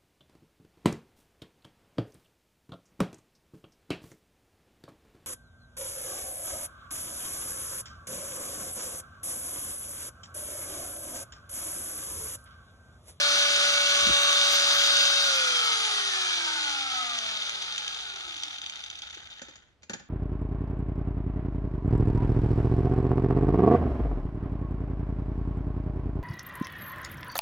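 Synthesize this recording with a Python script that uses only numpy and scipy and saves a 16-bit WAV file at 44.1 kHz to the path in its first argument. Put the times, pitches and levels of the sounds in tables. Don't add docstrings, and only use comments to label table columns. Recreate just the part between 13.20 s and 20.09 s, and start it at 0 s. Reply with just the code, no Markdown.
import sys
import numpy as np
from scipy import signal
from scipy.fft import rfft, irfft, next_fast_len
from scipy.io import wavfile
from scipy.ndimage import uniform_filter1d

SR = 44100
rng = np.random.default_rng(int(sys.argv[2]) if len(sys.argv) > 2 else 0)


def log_audio(samples):
    frames = np.atleast_2d(samples).T
    limited = np.clip(frames, -1, 1)
    pcm = np.round(limited * 32767).astype(np.int16)
    wavfile.write(sys.argv[1], SR, pcm)


N = 303849

# t/s, angle/quarter turns
ROLL_ANGLE = [(0.4, 0), (0.95, 1), (1.5, 2)]
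# f/Hz, width/Hz, lift/dB
HEAD_MODES = [(1380, 130, 2.5), (2340, 200, 0.5), (2890, 260, 2), (4810, 340, 3.5), (6093, 173, 12),
              (6940, 74, 13.5)]
# t/s, crack/dB, head ring/dB re crack
BACKLASH_CLACKS = [(1.0885, -18, -20), (1.212, -15.5, -18.5), (1.766, -12.5, -24), (3.9854, -19, -17),
                   (4.2926, -22, -12), (4.421, -26, -4), (4.558, -25, -9), (4.578, -21.5, -11),
                   (4.6772, -20.5, -8), (4.744, -28, -7), (4.77, -32, -3), (4.787, -30, -2),
                   (4.807, -28, -9), (4.9575, -29, -8), (5.005, -32, -6), (5.164, -30, -5),
                   (5.177, -34, -3), (5.2, -33, -2), (5.2329, -20, -10), (5.281, -36, 3), (5.307, -35, -2),
                   (5.347, -37, -10.5), (5.382, -30, -5), (5.415, -30, -2), (5.435, -35, -2),
                   (5.4605, -28.5, -2), (5.4955, -28, -7), (5.556, -31, -4), (5.637, -30, -3),
                   (5.661, -31.5, -3), (5.6989, -28.5, -9), (5.7538, -33, -4), (5.7875, -31, -10),
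                   (5.818, -28, -17), (5.871, -37, -7), (5.897, -35, -13), (5.9075, -39, -2),
                   (5.9265, -34.5, -4), (5.9455, -34, -18), (6.1034, -40, -14)]
# f/Hz, density/dB
RUMBLE_SPECTRUM = [(20, -30), (55, 0), (90, -2), (140, -11), (400, -16), (1000, -22), (4000, -30),
                   (8000, -43), (15000, -60)]


def amp(db):
    return 10 ** (np.asarray(db) / 20)


def unit(x):
    return x / np.sqrt(np.mean(x ** 2) + 1e-20)


def along(points, hz):
    f, v = np.transpose(points)
    return np.interp(np.log(hz + 1), np.log(f + 1), v)


def curves(rows):
    s, *cols = np.transpose(rows)
    return [np.interp(np.arange(N) / SR, s, c) for c in cols]


def wobble(rate_hz):
    knots = rng.standard_normal(int(N * rate_hz / SR) + 4)
    fine = signal.resample(knots, len(knots) * 10)
    return np.interp(np.arange(N) * rate_hz * 10 / SR, np.arange(len(fine)), fine)


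def resonance(hz, centre_hz, width_hz):
    return 1 / (1 + (2 * (hz - centre_hz) / width_hz) ** 2)


def filtered(x, response):
    m = 2 * next_fast_len((N + SR // 2) // 2)
    return irfft(rfft(x, m) * response(np.fft.rfftfreq(m, 1 / SR)), m)[..., :N]


def coloured(x, spectrum, modes=(), size=8192):
    hz = np.fft.rfftfreq(size, 1 / SR)
    db = along(spectrum, hz) + sum(lift * resonance(hz, f, width) for f, width, lift in modes)
    cepstrum = irfft(np.log(unit(amp(db))))
    cepstrum[1:len(hz) - 1] *= 2
    cepstrum[len(hz):] = 0
    impulse = irfft(np.exp(rfft(cepstrum)))
    return signal.oaconvolve(x, impulse[None], axes=1)[:, :N]


def bursts(times_s, sizes, t60_s):
    power = np.bincount(np.clip(times_s * SR, 0, N - 1).astype(int), sizes ** 2, N)
    decay = np.exp(-2 * np.log(1000) / (t60_s * SR))
    return np.sqrt(signal.lfilter([1], [1, -decay], power))


def hiss():
    # f/Hz, level/dB re shared
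    spread = [(100, -10), (600, 0), (1300, -13.5), (1950, -5.5), (2300, -5.5), (2850, -7.5), (3200, -4),
              (3700, -3), (4200, 5), (4600, -8), (5100, 15.5), (6000, -16), (7100, -2), (8300, 4),
              (14000, 26)]
    m = 2 * next_fast_len(N // 2 + 1, real=True)
    own = amp(along(spread, np.fft.rfftfreq(m, 1 / SR)))
    z = rfft(rng.standard_normal((3, m)))
    return irfft((z[0] + own * z[1:]) / np.hypot(1, own), m)[:, :N]


def shaft_speed(friction_rps_per_s=83.8, drag_rps=401.4):
    # t/s, speed/rps
    powered = [(0, 577), (0.2, 573.5), (0.5, 571.8), (1.2, 571.2), (1.5, 568.8), (2.036, 566)]
    off_s, off_rps = powered[-1]
    t = np.arange(N) / SR
    braking = friction_rps_per_s / drag_rps * np.maximum(t - off_s, 0)
    coast_rps = drag_rps * np.tan(np.arctan(off_rps / drag_rps) - braking)
    return np.maximum(np.where(t < off_s, curves(powered)[0], coast_rps), 1)


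def coast_db(rps, full_db, fall_db, knee_halvings=0, stall_db=0):
    halvings = np.log2(rps.max() / rps)
    return full_db - fall_db * halvings - stall_db * np.maximum(halvings - knee_halvings, 0)


def fan(air_db):
    # f/Hz, density/dB
    air = [(40, -43), (150, -27.5), (340, -15.5), (500, -16), (800, -8), (1000, -9), (1250, 2), (1500, 0.5),
           (1950, -4.5), (2500, -6.5), (4000, 0.5), (7000, -13.5), (10500, -21), (15000, -82.5)]
    # f/Hz, width/Hz, lift/dB
    cavities = [(4810, 300, 4.5), (5840, 68, 11), (6190, 79, 8.5), (6970, 130, -3)]
    return amp(air_db + 5.5 + 0.9 * wobble(14)) * coloured(hiss(), air, cavities)


def bearing_shimmer(rps, air_db, passes_per_turn=2.79, width_orders=0.012, steps_per_turn=128):
    # f/Hz, density/dB
    spectrum = [(900, -23), (1400, -4), (2700, -13), (3300, 6), (5000, -0.5), (7000, -17), (9000, -38)]
    turns = np.cumsum(rps) / SR
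    m = 2 * next_fast_len(int(turns[-1] * steps_per_turn) // 2 + 1)
    orders = np.fft.rfftfreq(m, 1 / steps_per_turn)
    offsets = [(orders - k * passes_per_turn + 0.5) % 1 - 0.5 for k in range(1, 5)]
    lines = sum(np.exp(-(offset / width_orders) ** 2) for offset in offsets)
    band = (orders > 6) & (orders < steps_per_turn / 4)
    pattern = irfft(rfft(rng.standard_normal(m)) * lines * band, m)
    swarm = np.interp(turns * steps_per_turn, np.arange(m), unit(pattern))
    return amp(air_db + 1 + 2.2 * wobble(70)) * coloured(swarm[None], spectrum)


def gears(rps, chatter_db, scatter_db=4.0, soft_share=0.83):
    # f/Hz, density/dB
    hard_spectrum = [(100, -54), (600, -27.5), (900, -17.5), (1070, -25.5), (1400, -10), (2500, -4),
                     (3300, 6), (4200, -5.5), (5500, -6.5), (6950, -6), (7300, -20), (8000, -17.5),
                     (8800, -25.5), (11000, -29.5), (12500, -90), (15000, -55)]
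    # f/Hz, density/dB
    soft_spectrum = [(500, -23.5), (850, -3.5), (1070, -16), (1350, -2), (1650, -6), (2400, -3.5),
                     (2700, -2.5), (3000, -1.5), (3250, 1.5), (3480, -2), (3650, 9), (3850, -2.5),
                     (4000, -7), (4250, -3), (5000, -8.5), (7000, -38)]
    hits_per_s = 2.5 * (rps + 60)
    hits = rng.random(N) < hits_per_s / SR
    sizes = amp(scatter_db * np.clip(rng.standard_normal(N), -2, 2))[hits]
    strikes = bursts(np.flatnonzero(hits) / SR, sizes, t60_s=0.023)
    chatter = amp(chatter_db + 1.5) * unit(strikes / np.sqrt(hits_per_s))
    softness = np.clip(soft_share * (1 - rps / rps.max()), 0, 1)
    clack_s, crack_db, _ = np.transpose(BACKLASH_CLACKS)
    clacks = bursts(clack_s + 0.0016, amp(crack_db - 0.5), t60_s=0.02)
    blows = np.hypot(np.sqrt(1 - softness) * chatter, clacks)
    hard = coloured(uniform_filter1d(blows, size=30) * hiss(), hard_spectrum, HEAD_MODES)
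    return hard + coloured(np.sqrt(softness) * chatter * hiss(), soft_spectrum)


def tones(rows, rps, slip, flutter_db=2.5, swell_octaves=0.31):
    # f/Hz, gain/dB
    radiation = [(200, -16), (330, -5.5), (540, -13.5), (700, -2.5), (820, 1.5), (940, 1.5), (1040, -5),
                 (1150, -1.5), (1320, 7.5), (1480, 5), (1600, -2.5), (1880, -2), (2150, -0.5), (2450, 3.5),
                 (2740, -4.5), (2950, -2), (3180, 6.5), (3400, 5), (3750, 6), (4300, -3), (4900, 6.5)]
    angle = 2 * np.pi * np.cumsum(rps) / SR
    halvings = np.log2(rps.max() / rps)
    below_half = np.maximum(halvings - 1, 0)
    roll, = curves(ROLL_ANGLE)
    out = np.zeros(N)
    for order, *facing_db, half_db, swell_hz, swell_db in rows:
        hz = order * rps
        full_db = np.interp(roll, np.arange(len(facing_db)), facing_db)
        db = full_db + (half_db - full_db) * np.minimum(halvings, 1) - 12 * below_half
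        db += swell_db * np.exp(-(np.log2(hz / swell_hz) / swell_octaves) ** 2)
        jitter_rad = slip * np.sqrt(order) * (1 + 1.6 * below_half) * wobble(60)
        wave = np.sin(order * angle + jitter_rad + rng.uniform(0, 2 * np.pi))
        out += np.sqrt(2) * amp(db + along(radiation, hz) + flutter_db * wobble(25)) * wave
    return out


def whine(rps, hum_db):
    # f/Hz, level/dB
    hum_response = [(100, -88), (180, -72), (250, -60.5), (340, -53), (460, -51), (535, -37), (575, -39.5)]
    # order, full-speed level/dB (as first held, side-on, turned over),
    # half-speed level/dB, swell f/Hz, swell/dB
    shaft_tones = [(2, -45.5, -35.5, -42.5, -58.5, 425, 9.5), (3, -40, -40.5, -52, -60.5, 635, 10.5),
                   (4, -37.5, -39.5, -45, -59.5, 1510, 2)]
    bearing_tones = [(1.79, -57, -51, -60, -63, 750, 11), (2.578, -40, -44, -42.5, -54, 316, 10),
                     (2.79, -44.5, -42.5, -40, -48.5, 720, 6), (3.58, -56, -61, -62, -59, 1630, 13),
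                     (4.58, -37, -49, -43, -53.5, 1700, 10.5), (4.79, -33.5, -28, -36, -52, 1240, 9),
                     (5.58, -49, -58, -45.5, -55.5, 790, 8), (6.37, -61, -60, -48, -61, 2280, 9),
                     (6.585, -40, -37, -35.5, -54, 2300, 6), (7.59, -34.5, -37, -39.5, -60.5, 900, 10),
                     (7.68, -58, -57, -70, -49, 1900, 4), (8.575, -56, -52, -44, -56.5, 2550, 9),
                     (9.7, -68, -69, -75, -48, 1680, 4), (10.37, -55, -46, -51, -59, 2500, 8)]
    angle = 2 * np.pi * np.cumsum(rps) / SR
    hum = np.sqrt(2) * amp(along(hum_response, rps) + hum_db + 0.1 * wobble(17)) * np.sin(angle)
    harmonics = amp(-1.5) * tones(shaft_tones, rps, slip=0.21)
    return hum + harmonics + amp(-1.3) * tones(bearing_tones, rps, slip=0.13)


def brushes(rps, bars=24, octave_rps=130, octave_limit_hz=15200):
    # f/Hz, level/dB
    holders = [(1500, -84), (3000, -70), (4400, -64), (5400, -59), (6100, -58), (6900, -78), (8200, -72),
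               (9000, -63), (10200, -56), (12000, -68), (13700, -60.5)]
    # f/Hz, density/dB
    friction = [(2000, -26), (6800, -36.5), (7700, -6), (8700, 29), (10500, -1), (12500, -43), (15000, -30)]
    hz = bars * rps
    angle = 2 * np.pi * np.cumsum(hz) / SR + 0.4 * wobble(40)
    fundamental = amp(along(holders, hz)) * np.sin(angle)
    octave_db = along(holders, 2 * hz) - 25 * np.maximum(np.log2(rps / octave_rps), 0)
    octave = (2 * hz < octave_limit_hz) * amp(octave_db) * np.sin(2 * angle)
    facing_db = 4 * np.maximum(curves(ROLL_ANGLE)[0] - 1, 0) * (rps / rps.max()) ** 2
    whistle = np.sqrt(2) * amp(facing_db + 3 * wobble(33)) * (fundamental + octave) * (rps > 1)
    return whistle + amp(coast_db(rps, full_db=-49, fall_db=13)) * coloured(hiss(), friction)


def room(x, delay_samples=150):
    # f/Hz, t60/s
    decay = [(150, 0.57), (1000, 0.71), (4000, 0.56), (12000, 0.18)]
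    send_db = [(200, -11), (570, -21), (1100, -13), (6000, -12)]  # f/Hz, gain/dB
    hz, t, z = signal.stft(rng.standard_normal((2, SR // 2)), SR, nperseg=256)
    tail = signal.istft(z * amp(-60 * t / along(decay, hz)[:, None]), SR, nperseg=256)[1]
    send = filtered(x, lambda f: amp(along(send_db, f)))
    delayed = np.pad(send, [(0, 0), (delay_samples, 0)])
    return signal.fftconvolve(delayed, tail / np.linalg.norm(tail[0]), axes=1)[:, :N]


def room_rumble():
    # t/s, level/dB
    levels = [(0, -65), (1.3, -62), (1.55, -75), (2.8, -70.5), (3.2, -68), (5.8, -65.5), (6.6, -68.5)]
    noise = rng.standard_normal(N) + 0.64 * rng.standard_normal((2, N))
    return amp(curves(levels)[0]) * coloured(noise, RUMBLE_SPECTRUM)


def grip(at_s=0.87, width_s=0.069, rumble_db=-48, pan_db=7.0):
    # t/s, level/dB, f/Hz, half-width/s
    bump_rows = [(0.873, -34, 210, 0.005), (.896, -30, 227, 0.0025), (.897, -42, 343, 0.016),
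                 (0.906, -36.5, 140, 0.0059), (0.917, -42.5, 55, 0.025), (5.972, -51.5, 410, 0.0026),
                 (5.978, -55, 290, 0.004)]
    t = np.arange(N) / SR
    bumps = sum(amp(db) * np.exp(-((t - s) / half_s) ** 2) * np.sin(2 * np.pi * hz * (t - s))
                for s, db, hz, half_s in bump_rows)
    swell = np.exp(-((t - at_s) / width_s) ** 2)
    rumble = amp(rumble_db) * swell * coloured(rng.standard_normal((2, N)), RUMBLE_SPECTRUM)
    return amp([[pan_db], [-pan_db]]) * (bumps + rumble)


def head_ring(mode_hz=3635, t60_s=0.012, attack_s=0.0011, lift_db=7.5):
    out, t = np.zeros(N), np.arange(SR // 20) / SR
    for at_s, crack_db, ring_db in BACKLASH_CLACKS:
        hz = mode_hz * (1 + rng.normal(0, 0.01))
        envelope = amp(crack_db + ring_db + lift_db - 60 * t / t60_s) * (1 - np.exp(-t / attack_s))
        out[round(at_s * SR):][:len(t)] += envelope * np.sin(2 * np.pi * hz * t)
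    return out


def rasp(grains_per_s=170, start_s=5.82, attack_s=0.041, end_s=6.56, release_s=0.16, fade_db_per_s=14):
    # f/Hz, density/dB
    spectrum = [(300, -15), (850, -5), (1070, -10), (1500, 5), (1950, 5), (2450, -17), (3200, 4),
                (3750, -6), (4300, -22.5), (7000, -8.5), (9000, -53)]
    t = np.arange(N) / SR
    times_s = np.flatnonzero(rng.random(N) < grains_per_s / SR) / SR
    grains = unit(bursts(times_s, amp(2.8 * rng.standard_normal(len(times_s))), t60_s=0.018))
    gate = np.clip(np.minimum((t - start_s) / attack_s, (end_s - t) / release_s), 0, 1)
    level_db = -50 - fade_db_per_s * np.maximum(t - start_s - attack_s, 0)
    return gate * amp(level_db) * coloured(grains * hiss(), spectrum, HEAD_MODES)


def floor_knocks(note_t60_s=0.063, note_attack_s=0.002):
    # t/s, level/dB, thud/dB re level, body note f/Hz, note/dB re level
    contacts = [(6.217, -30, -11, 555, -9), (6.284, -38.5, -8, 530, -8), (6.356, -38, -28, 550, -28),
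                (6.622, -51, -10, 550, -28), (6.6318, -39.5, -15, 554, -31),
                (6.6966, -26.5, -3.5, 256, -18), (6.734, -24.5, -8, 182, -10), (6.796, -41, -4, 300, -19)]
    # f/Hz, density/dB
    guard = [(300, -9), (2000, 5.5), (4000, 5), (6000, 1.5), (7000, 8), (7800, -16), (11000, -40),
             (15000, -59)]
    # f/Hz, density/dB
    body = [(40, -36), (120, -7.5), (190, 0.5), (310, -1.5), (440, -8), (560, -4), (700, -10.5), (870, -6),
            (1060, -22), (1400, -4), (1750, 0), (2000, -16), (2400, -25), (5000, -17), (12000, -46)]
    times_s, db, thud_db, _, _ = np.transpose(contacts)
    clink = coloured(bursts(times_s, amp(db - 6), t60_s=0.061) * hiss(), guard, HEAD_MODES)
    blows = bursts(times_s, amp(db + thud_db - 2), t60_s=0.11)
    thud = coloured(uniform_filter1d(blows, size=60) * hiss(), body)
    note, t = np.zeros(N + SR), np.arange(SR // 8) / SR
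    for at_s, level_db, _, hz, note_db in contacts:
        envelope = amp(level_db + note_db - 60 * t / note_t60_s) * (1 - np.exp(-t / note_attack_s))
        note[round(at_s * SR):][:len(t)] += envelope * np.sin(2 * np.pi * hz * t)
    return clink + thud + note[:N]


def scene(beam_hz=5000, beam_width_hz=500, lead_s=0.00018):
    # t/s, chatter/dB, air/dB, hum/dB, beamed band/dB
    facing = [(0, 0.5, 1.5, 1, -1), (.55, 1, 0.7, 1.5, -1), (.75, 3, 1, 1, -3.5), (1.0, 0, 3, 1, -7),
              (1.35, 1.8, 1.5, 0.3, 0), (1.85, 2, 1.5, -2, 0.5), (2.2, -1, 0.5, -4, 0.5),
              (2.6, -0.5, 0.5, -1, -1.5)]
    # f/Hz, width/Hz, lift/dB, extra left lead/rad
    casing = [(1004, 176, 0.5, 1.8), (1600, 130, -1.5, -0.78), (1667, 160, -3, 0.054),
              (1920, 130, -2.5, 0.063), (2440, 240, 2.5, 0.14), (2700, 140, -0.5, 0.092),
              (2716, 50, -2, -1.15), (2890, 100, -2, 0.014), (4340, 300, -1, -0.63), (6020, 960, -1.5, -1),
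              (7180, 480, -1, 1.28)]
    # f/Hz, left minus right/dB
    balance = [(60, -1.5), (200, 0), (350, 1.5), (570, 0.5), (720, 1), (900, -6), (1150, 5), (1600, -2),
               (2300, -2), (3400, 2.5), (4300, 1), (6800, 0), (8400, -4), (11000, 1)]

    def casing_gain(hz):
        return amp(sum(db * resonance(hz, f, width) for f, width, db, _ in casing))

    def lead_rad(hz):
        return 2 * np.pi * hz * lead_s + sum(rad * resonance(hz, f, width) for f, width, _, rad in casing)

    rps = shaft_speed()
    chatter_db, air_db, hum_db, beam_db = curves(facing)
    air_db += coast_db(rps, full_db=-33.5, fall_db=9.5)
    chatter_db += coast_db(rps, full_db=-29, fall_db=5.5, knee_halvings=4, stall_db=7)
    tool = fan(air_db) + bearing_shimmer(rps, air_db) + gears(rps, chatter_db) + floor_knocks() + rasp()
    beam = filtered(tool, lambda hz: np.exp(-((hz - beam_hz) / beam_width_hz) ** 2))
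    tool += (amp(beam_db) - 1) * beam
    tool = filtered(tool, casing_gain) + whine(rps, hum_db)
    sides = np.array([[1], [-1]])
    direct = filtered(tool, lambda hz: np.exp(0.5j * sides * lead_rad(hz)))
    ring = head_ring()
    mix = direct + ring + brushes(rps) + room(tool + ring) + grip() + room_rumble()
    return filtered(mix, lambda hz: amp(sides * along(balance, hz) / 2))


def record(dry):
    return filtered(dry, lambda hz: hz < 15200)


dry = scene()
out = record(dry)
log_audio(out)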